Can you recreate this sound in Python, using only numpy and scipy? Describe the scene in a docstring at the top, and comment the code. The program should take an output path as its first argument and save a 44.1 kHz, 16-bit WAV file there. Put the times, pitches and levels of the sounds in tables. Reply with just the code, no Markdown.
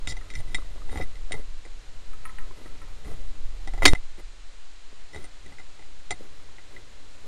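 """Under water by a sunken frame, heard from inside the sealed housing of a diver's camera.
Water rumbles as the diver moves, over the steady hiss and whine of the electronics.
Fingers and gear rub, knock and tick on the housing, which rings briefly, and small bubbles pop.
Midway one hard blow cracks against the shell and overloads the input; the shell flexes and lets go."""
import sys
import numpy as np
from scipy import signal
from scipy.fft import rfft, irfft
from scipy.io import wavfile
from scipy.ndimage import uniform_filter1d

SR = 44100
rng = np.random.default_rng(int(sys.argv[2]) if len(sys.argv) > 2 else 0)


def bounce(signal):
    """Save signal as a 16-bit WAV file at the path given by the first command-line argument."""
    frames = np.transpose(np.atleast_2d(signal))
    limited = np.clip(frames, -1, 1)
    pcm = np.round(limited * 32767).astype(np.int16)
    wavfile.write(sys.argv[1], SR, pcm)


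N = 320607
TIME = np.arange(N) / SR
SOFT_TAPER = 0.55  # share of a slide that the soft palm spends swelling and fading

# water pushing on the housing, strongest as the camera swings into the blow: [t/s, level/dB]
FLOW_CURVE = [(0, -34.5), (.45, -37), (1.2, -36), (1.75, -42.5), (2.3, -44), (3.1, -41), (3.76, -31.5),
              (3.89, -25), (4.02, -40), (4.55, -46.5), (5, -50), (5.9, -49), (7.27, -54)]
# colours of the slow swirls, the small eddies and the electronic hiss: [f/Hz, level/dB]
RUMBLE_EQ = [(1, 15), (5, 7.5), (10, 10), (16, -6), (24, -4.5), (34, -3), (50, -33.5), (80, -24),
             (200, -93)]
FLUTTER_EQ = [(20, -48), (45, 2), (60, 3), (95, -2), (140, -6), (200, -16), (400, -81)]
HISS_EQ = [(30, 14.5), (90, 5.5), (135, -10), (195, -2), (275, 0.5), (700, 0.5), (2000, 0.8), (4200, -1),
           (5500, -5.5), (7200, -5.5), (9000, -11), (10200, -19.5), (12400, -30), (13000, -80)]
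# thin steady tones of the electronics: [f/Hz, level/dB]
WHINE_TONES = [(4048, -70), (6977, -75)]
# the grip creeping on the housing, almost still after the hard blow: [t/s, level/dB]
GRIP_CURVE = [(0, -54.5), (.85, -53), (1.6, -62), (2.6, -53.5), (3.75, -57), (4.1, -82), (4.75, -82),
              (4.95, -67), (5.4, -63), (6, -61.5), (6.3, -61.5), (7.27, -58.5)]
# firmer slides of the hand: [start/s, end/s, dull scuff/dB, gritty scrape/dB, low push/dB, wall f/Hz]
SLIDE_CUES = [(0.069, 0.13, -59, -42.5, -36, 493), (0.35, 0.416, -74, -48, -39, 640),
              (0.467, 0.63, -68, -62, -49, 275), (0.901, 1.054, -47, -51.5, -45, 288),
              (1.311, 1.428, -53, -65, -53, 430), (2.542, 2.71, -65, -72, -62, 275),
              (3.04, 3.156, -52, -63, -45, 430), (3.132, 3.25, -67, -80, -48, 557),
              (3.816, 3.89, -33.5, -37.5, -47, 286), (3.863, 3.943, -44, -39, -47, 297),
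              (4.172, 4.22, -51.5, -58, -55, 358), (5.118, 5.275, -56, -56, -50, 376),
              (5.424, 5.56, -66, -72, -54, 283), (6.182, 6.282, -58.5, -74, -71, 384),
              (6.274, 6.457, -69.5, -81, -62, 305), (6.684, 6.816, -62, -75, -57, 350),
              (7.228, 7.328, -57.5, -83, -65, 556)]
# colour of the dull scuffing: [f/Hz, level/dB]
RUB_EQ = [(40, -26), (110, 1), (160, 5.5), (210, 5), (300, 5), (360, -43), (425, -4), (560, 6), (760, -5),
          (1020, -3), (1300, -2), (1650, -12), (2600, -14), (8000, -21), (13000, -18)]
# resonances of the housing: [f/Hz, level/dB, t60/s]
HOUSING_MODES = [(298.5, -10.5, 0.18), (370, -18, 0.12), (416, -2, 0.036), (725.4, -2.5, 0.093),
                 (824, 5, 0.025), (1250, -4.5, 0.037), (1400, -3.5, 0.059), (1996, 16, 0.042),
                 (2067, 8.5, 0.063), (2120, -20, 0.026), (2330, -3, 0.039), (2780, -19, 0.094),
                 (3334, 2.5, 0.014), (3750, 0, 0.064), (4287, -8.5, 0.044), (4830, -10.5, 0.052),
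                 (5380, -3.5, 0.021), (5640, -7, 0.023), (6130, -9.5, 0.046), (6820, -11, 0.031),
                 (7250, -5.5, 0.053), (7670, -12, 0.04), (8960, 0, 0.072), (9147, -6, 0.03),
                 (12000, -14, 0.047)]
# knocks on the housing: [t/s, ring/dB, snap over ring/dB, thud over ring/dB, wall f/Hz]
KNOCK_CUES = [(0.073, -33.5, 6, -3, 306), (0.121, -42, 4, -1, 850), (0.167, -40, -5.5, -6.5, 726),
              (0.302, -39.5, -2.5, -21, 277), (0.3373, -41, -3, -23, 440), (0.3527, -34.5, -4.5, -21, 640),
              (0.401, -59.5, 1, 15, 611), (0.5455, -24.5, -0.5, -11.5, 274), (0.5709, -53, 10, 3, 406),
              (0.894, -43, -9, -5, 427), (0.928, -47, -17, 11.5, 480), (0.957, -36, -16, 5, 292),
              (0.973, -35, -6, 0.5, 313), (0.999, -43, -17, 15, 513), (1.0112, -32, -13, -9, 300),
              (1.024, -40, -15, -9, 301), (1.1553, -47.5, -4, -12, 278), (1.3095, -53.5, -6, 14.5, 607),
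              (1.3202, -29, 0.5, -12, 412), (1.34, -33.5, -11.5, 2, 427), (1.6512, -46, -5, -1, 505),
              (3.0474, -46, -12, -2, 415), (3.674, -38, -3.5, 3, 776), (3.7357, -43, -4, 5, 293),
              (3.7768, -45.5, -5, 8, 785), (3.8217, -24, -24, 2.5, 695), (3.8314, -28, -3, -15, 420),
              (3.8624, -23.5, 9.5, 2, 322), (3.879, -17, -1.5, -11, 286), (3.949, -29.5, -12, -9, 743),
              (5.133, -49, -11, -5, 400), (5.1454, -39.5, -8, -2, 620), (5.1601, -39, -6, 1, 420),
              (5.242, -48, 1, 1, 380), (5.4606, -48, -4, 1, 288), (5.5223, -47.5, -11, -1, 280),
              (5.5842, -41.5, -11, -9, 376), (5.5964, -48, -2.5, 2.5, 306), (5.7922, -50.5, -9, 4, 320),
              (5.824, -50.5, -7, -3, 788), (6.1069, -28, 1, -2.5, 760), (6.1132, -32.5, -2.5, 0.5, 340),
              (6.5828, -43.5, -15, -5, 360), (6.763, -40.5, -18, -17, 355)]
# colour of the dense, short clack under the modes: [f/Hz, level/dB]
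CLACK_EQ = [(60, 1), (190, -14), (300, 19), (900, 5), (1500, 6), (3000, -16), (6000, -4), (8500, -12),
            (10500, -9), (13000, -36)]
# light ticks of loose gear: [t/s, level/dB]
TICK_CUES = [(0.2115, -45), (2.133, -46), (2.253, -35.5), (2.293, -45), (2.385, -37), (2.659, -49),
             (2.817, -45.5)]
# resonances of that gear: [f/Hz, level/dB, t60/s]
GEAR_MODES = [(1290, -4.5, 0.12), (1720, -5, 0.035), (1896, 1, 0.046), (2050, -9, 0.035),
              (9660, -16, 0.067), (12350, -19, 0.12)]
# colour of the diffuse echo behind a tick: [f/Hz, level/dB]
TICK_ECHO_EQ = [(700, -25), (1050, -6), (1150, -18), (1290, 0.5), (1450, -25), (1800, -14), (2350, -20),
                (3000, -36), (12000, -45)]
# a hard edge catching on the shell: [t/s, level/dB]
CATCH_CUES = [(0.352, -40.5), (1.0096, -50), (1.022, -47), (1.342, -56), (5.133, -53)]
# bubbles breaking loose: [t/s, level/dB, starting f/Hz, low gulp/dB]
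BUBBLE_CUES = [(0.584, -41, 1230, -43.5), (0.621, -48, 1150, -53), (0.758, -52, 657, -49),
               (0.779, -50, 1090, -66), (0.8186, -46, 1190, -70), (0.889, -46.5, 820, -73),
               (1.308, -41.5, 636, -42), (1.662, -47.5, 537, -50), (2.509, -47.5, 990, -47),
               (2.612, -57, 554, -44), (2.658, -45, 547, -42), (3.078, -48, 760, -58),
               (3.112, -48, 616, -61), (4.926, -71, 560.0, -50), (6.206, -60, 880.0, -40),
               (6.487, -54, 990, -74.5)]
# the hard blow and its rebound: [t/s, contact/s, level/dB, favoured mode f/Hz, mode over crack/dB]
BLOW_CUES = [(3.854, 0.0083, 3, 2086, -9.5), (3.8775, 0.006, -24, 4250, -5)]
# colour of the blow's crack: [f/Hz, level/dB]
CRACK_EQ = [(60, -8), (190, -9), (280, 5), (480, -3), (720, -2), (1000, 2), (1500, -4), (2100, 2),
            (2900, 1), (5500, -2), (8000, -9), (10500, -26), (12000, -20), (16000, -36)]


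def amp(db):
    return 10 ** (np.asarray(db) / 20)


def rms(x):
    return np.sqrt(np.mean(x ** 2) + 1e-20)


def add(mix, start_s, sound):
    part = mix[max(round(start_s * SR), 0):][:len(sound)]
    part += sound[:len(part)]


def fader(curve):
    """Gain over the whole scene, riding through [t/s, level/dB] points."""
    return amp(np.interp(TIME, *np.transpose(curve)))


def colour(x, eq):
    """Shapes x with an EQ curve of [f/Hz, level/dB] points; rms 1."""
    hz, db = np.transpose(eq)
    f = np.fft.rfftfreq(len(x), 1 / SR)
    gain = amp(np.interp(np.log(f + 1), np.log(hz + 1), db)) * (f > 0)
    shaped = irfft(rfft(x) * gain, len(x))
    return shaped / rms(shaped)


def band(x, edge_hz, kind="bandpass", order=3):
    return signal.sosfilt(signal.butter(order, edge_hz, kind, fs=SR, output="sos"), x)


def at_peak(x, db):
    """Scales a hit so that its loudest 5 ms sit at db."""
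    return x * amp(db) / np.sqrt(uniform_filter1d(x ** 2, 220).max() + 1e-20)


def stroke(start, end, taper=0.24):
    """The force of one slide: it swells, holds and lets go; taper is the share spent in the fades."""
    return signal.windows.tukey(round((end - start) * SR), taper)


def ring(modes, t, spread_db, detune=0):
    """Dying modes; where the hit lands sets their strength and sign, and the grip bends their pitch."""
    hz, db, t60 = np.transpose(modes)[:, :, None]
    strength = amp(db + spread_db * rng.standard_normal(hz.shape)) * rng.choice([-1, 1], hz.shape)
    hz = hz + detune * np.sqrt(hz) * rng.standard_normal(hz.shape)
    return (strength * amp(-60 * t / t60) * np.sin(2 * np.pi * hz * t)).sum(0)


def wall_note(hz, t60):
    """One dying note of a wall of the housing."""
    t = np.arange(8192) / SR
    return amp(-60 * t / t60) * np.sin(2 * np.pi * hz * t)


def jolts(jolt_db=-14, swell_s=0.013):
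    """How hard the housing is shaken: a push during each slide, a quick swell after each thud."""
    out, age = np.zeros(N), np.arange(8192) / SR / swell_s
    for start, end, _, _, push_db, _ in SLIDE_CUES:
        add(out, start, amp(push_db) * stroke(start, end))
    for start, ring_db, _, thud_db, _ in KNOCK_CUES:
        add(out, start, amp(ring_db + thud_db + jolt_db) * age * np.exp(1 - age))
    return out


def water(rumble_db=-1, flow_eddies_db=-26, grip_eddies_db=1):
    """The low bed: slow swirls press on the housing; eddies flutter, stirred by flow, grip and jolts."""
    flow, grip = fader(FLOW_CURVE), fader(GRIP_CURVE)
    swirls = colour(rng.standard_normal(N), RUMBLE_EQ)
    swirls /= rms(band(swirls, [20, 55]))  # the audible sub-bass sets the level
    eddies = colour(rng.standard_normal(N), FLUTTER_EQ)
    stir = np.sqrt((flow * amp(flow_eddies_db)) ** 2 + (grip * amp(grip_eddies_db)) ** 2 + jolts() ** 2)
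    return swirls * flow * amp(rumble_db) + eddies * stir


def electronics(hiss_db=-54.5):
    """The camera's own steady hiss and thin whine."""
    whine = sum(amp(db) * np.sqrt(2) * np.sin(2 * np.pi * hz * TIME) for hz, db in WHINE_TONES)
    return amp(hiss_db) * colour(rng.standard_normal(N), HISS_EQ) + whine


def slips(per_s, size_db):
    """Stick and slip: a random train of tiny jerks, mostly small, a few large."""
    size = amp(size_db * np.minimum(rng.exponential(1, N), 3))
    return size * rng.choice([-1, 1], N) * (rng.random(N) < per_s / SR)


def hand_motion(grip_db=-2, ease_db=-6, ease_s=0.051):
    """How hard the hand moves on the shell: the creeping grip plus the slides."""
    slides = np.zeros(N)
    for start, end, scuff_db, *_ in SLIDE_CUES:
        add(slides, start, amp(scuff_db) * stroke(start, end, SOFT_TAPER))
    # the hand starts to slip before each slide and settles after it
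    pole = np.exp(-1 / (ease_s * SR))
    eased = signal.filtfilt([1 - pole], [1, -pole], slides, padtype=None)
    return amp(grip_db) * fader(GRIP_CURVE) + slides + amp(ease_db) * eased


def rubbing(dull_db=-3, hollow_db=-5, grip_grit_db=-15):
    """The hand slips on the shell: a dull scuff, hollow low modes and a fine grit from the high ones."""
    dull = colour(slips(per_s=1500, size_db=2.6), RUB_EQ)
    jerks = slips(per_s=2500, size_db=2.5)
    shell = signal.oaconvolve(jerks, ring(HOUSING_MODES, TIME[:4096], spread_db=0))[:N]
    hollow = band(shell, 480, "lowpass", order=4)
    grit = band(shell, 2600, "highpass", order=2)
    grit_gain = amp(grip_grit_db) * fader(GRIP_CURVE)
    for start, end, _, scrape_db, _, _ in SLIDE_CUES:
        add(grit_gain, start, amp(scrape_db) * stroke(start, end))
    scuff = amp(dull_db) * dull + amp(hollow_db) * hollow / rms(hollow)
    return hand_motion() * scuff + grit_gain * grit / rms(grit)


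def groans(trim_db=-2, t60=0.06):
    """Each slide shakes the wall under the hand, which hums at its own hollow pitch."""
    out = np.zeros(N)
    for start, end, scuff_db, _, _, wall_hz in SLIDE_CUES:
        force = stroke(start, end, SOFT_TAPER)
        hum = signal.fftconvolve(force * rng.standard_normal(len(force)), wall_note(wall_hz, t60))
        add(out, start, amp(scuff_db + trim_db) * hum / rms(hum[:len(force)]))
    return out


def knock(ring_db, snap_db, thud_db, wall_hz, clack_t60=0.068, chatter=0.49, contact_s=0.0008):
    """A chattering contact rings the housing; hard ones snap, soft ones thud with the wall's note."""
    t = np.arange(8192) / SR
    body = ring(HOUSING_MODES, t, spread_db=2.5, detune=0.36)
    clack = colour(rng.standard_normal(len(t)), CLACK_EQ)
    body += amp(0.5 * snap_db - 1 - 60 * t / clack_t60) * clack  # harder contact, more clack
    body *= 1 - np.exp(-t / 0.00017)  # the ring builds as the shell is pressed
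    body *= amp(-1500 * amp(ring_db) * t)  # a heavy contact stays on the shell and damps it
    force = rng.standard_normal(len(t)) * np.exp(-t / contact_s)
    force *= chatter / np.linalg.norm(force)
    force[0] += 1  # the clean impact ahead of the chatter
    hit = signal.fftconvolve(force, body)[:len(t)]
    # even the softest touch rings the main pair of modes and their high overtone
    main = band(hit, [1250, 2750], order=4) + amp(-12) * band(hit, [8700, 9300], order=2)
    snap = band(hit, [2900, 8700], order=4)
    lows = band(hit, 1000, "lowpass", order=4)
    thud = at_peak(lows, 0) + at_peak(wall_note(wall_hz, t60=0.04), 1)
    return at_peak(main, ring_db) + at_peak(snap, ring_db + snap_db) + at_peak(thud, ring_db + thud_db)


def knocks(trim_db=-2.5, bounce_s=0.008, bounce_db=-7):
    """Fingers and gear knock on the housing and bounce once, a little later and weaker."""
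    out = np.zeros(N)
    for start, ring_db, *timbre in KNOCK_CUES:
        add(out, start, knock(ring_db + trim_db, *timbre))
        rebound = start + bounce_s * rng.uniform(0.5, 1.4)
        add(out, rebound, knock(ring_db + trim_db + bounce_db, *timbre))
    return out


def skid(start_s=0.081, end_s=0.116, level_db=-39):
    """A hard edge chatters across the shell and excites only its upper modes: a dry scrape."""
    out, force = np.zeros(N), stroke(start_s, end_s)
    chatter = force * rng.standard_normal(len(force))
    shell = signal.fftconvolve(chatter, ring(HOUSING_MODES, TIME[:4096], spread_db=-3))
    scrape = band(shell, [4000, 8000])
    add(out, start_s, amp(level_db) * scrape / rms(scrape[:len(force)]))
    return out


def ticks(trim_db=-1, snap_db=-2, fizz_db=-14, echo_db=-9, dry_t60=0.02, echo_t60=0.41):
    """Loose gear taps lightly: a dry, bright-edged snap, a few short modes and an echo in the water."""
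    out, t = np.zeros(N), np.arange(16384) / SR
    attack = 1 - np.exp(-t / 0.00023)
    for start, db in TICK_CUES:
        burst = rng.standard_normal(len(t)) * amp(-60 * t / dry_t60)
        snap = at_peak(band(burst, [1200, 2400]), snap_db)
        fizz = at_peak(band(burst, [8750, 9600]), fizz_db)
        echo = colour(rng.standard_normal(len(t)), TICK_ECHO_EQ) * amp(echo_db - 60 * t / echo_t60)
        gear = at_peak(ring(GEAR_MODES, t, spread_db=4.5, detune=0.63), 0)
        add(out, start, at_peak((gear + snap + fizz + echo) * attack, db + trim_db))
    return out


def catches(t60=0.016):
    """A hard edge catches on the shell: a tiny dry tick of quickly dying treble."""
    out, t = np.zeros(N), np.arange(2048) / SR
    for start, db in CATCH_CUES:
        burst = rng.standard_normal(len(t)) * amp(-60 * t / t60)
        add(out, start, at_peak(band(burst, [5100, 5900]), db))
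    return out


def bubbles(gulp_trim_db=-1, rise_per_s=4.4, puff_gain=0.39, t60=0.027):
    """Each bubble rings briefly, rising a little, with a puff and a low gulp as it breaks loose."""
    out, t = np.zeros(N), np.arange(4096) / SR
    envelope = amp(-60 * t / t60) * (1 - np.exp(-t / 0.00062))
    for start, db, hz, gulp_db in BUBBLE_CUES:
        tone = np.sin(2 * np.pi * hz * t * (1 + rise_per_s * t))
        puff = band(rng.standard_normal(len(t)), [600, 1600])
        gulp = band(rng.standard_normal(len(t)), [220, 480])
        add(out, start, at_peak((tone + puff_gain * puff / rms(puff)) * envelope, db))
        add(out, start, at_peak(gulp * envelope, gulp_db + gulp_trim_db))
    return out


def hard_blows(drop_db=-10, tail_t60=0.014, ring_db=-10, note_t60=0.069, travel=0.69):
    """Something hard crunches on the shell and strikes again; one mode rings on above the rest."""
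    out, t = np.zeros(N), np.arange(8192) / SR
    for start, contact_s, db, note_hz, note_db in BLOW_CUES:
        after = np.maximum(t - contact_s, 0)
        envelope = amp(drop_db * np.minimum(after / 0.00025, 1) - 60 * after / tail_t60)
        crack = colour(rng.standard_normal(len(t)), CRACK_EQ) * envelope
        shell = at_peak(ring(HOUSING_MODES, t, spread_db=-6), ring_db)
        note = at_peak(wall_note(note_hz, note_t60), note_db)
        add(out, start, amp(db) * (crack + shell + note))
    flattened = travel * np.tanh(out / travel)  # the microphone runs out of travel
    return band(flattened, 8000, "lowpass")


def flex(start_s=3.892, release_s=3.9345, rise_s=0.0069, push_db=-7.5):
    """After the hard blow the shell is pressed in, then lets go at once with a pop."""
    out, t = np.zeros(N), np.arange(round((release_s - start_s) * SR)) / SR
    add(out, start_s, amp(push_db) * (1 - np.exp(-(t / rise_s) ** 2)))
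    return band(out, 7000, "lowpass", order=1)


def scene():
    """The mono mix: handling, the hard blow, the water outside and the camera's own noise."""
    handling = knocks() + catches() + ticks() + rubbing() + groans() + skid() + flex()
    # a steep low-pass at 12.5 kHz removes the highest treble from the handling sounds
    handling = band(handling, 12500, "lowpass", order=24)
    return (handling + hard_blows() + bubbles() + water() + electronics())[None]


def record(dry, dc_offset=-0.027, ceiling=0.76, edge_hz=16200):
    """The input sits slightly off centre and soft-clips on the hard blow; a steep high cut follows."""
    shifted = dry + dc_offset
    clipped = shifted / (1 + (shifted / ceiling) ** 8) ** (1 / 8)
    high_cut = signal.firwin(511, edge_hz, window=("kaiser", 9), fs=SR)
    return signal.oaconvolve(clipped, high_cut[None], "same")


dry = scene()
out = record(dry)
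bounce(out)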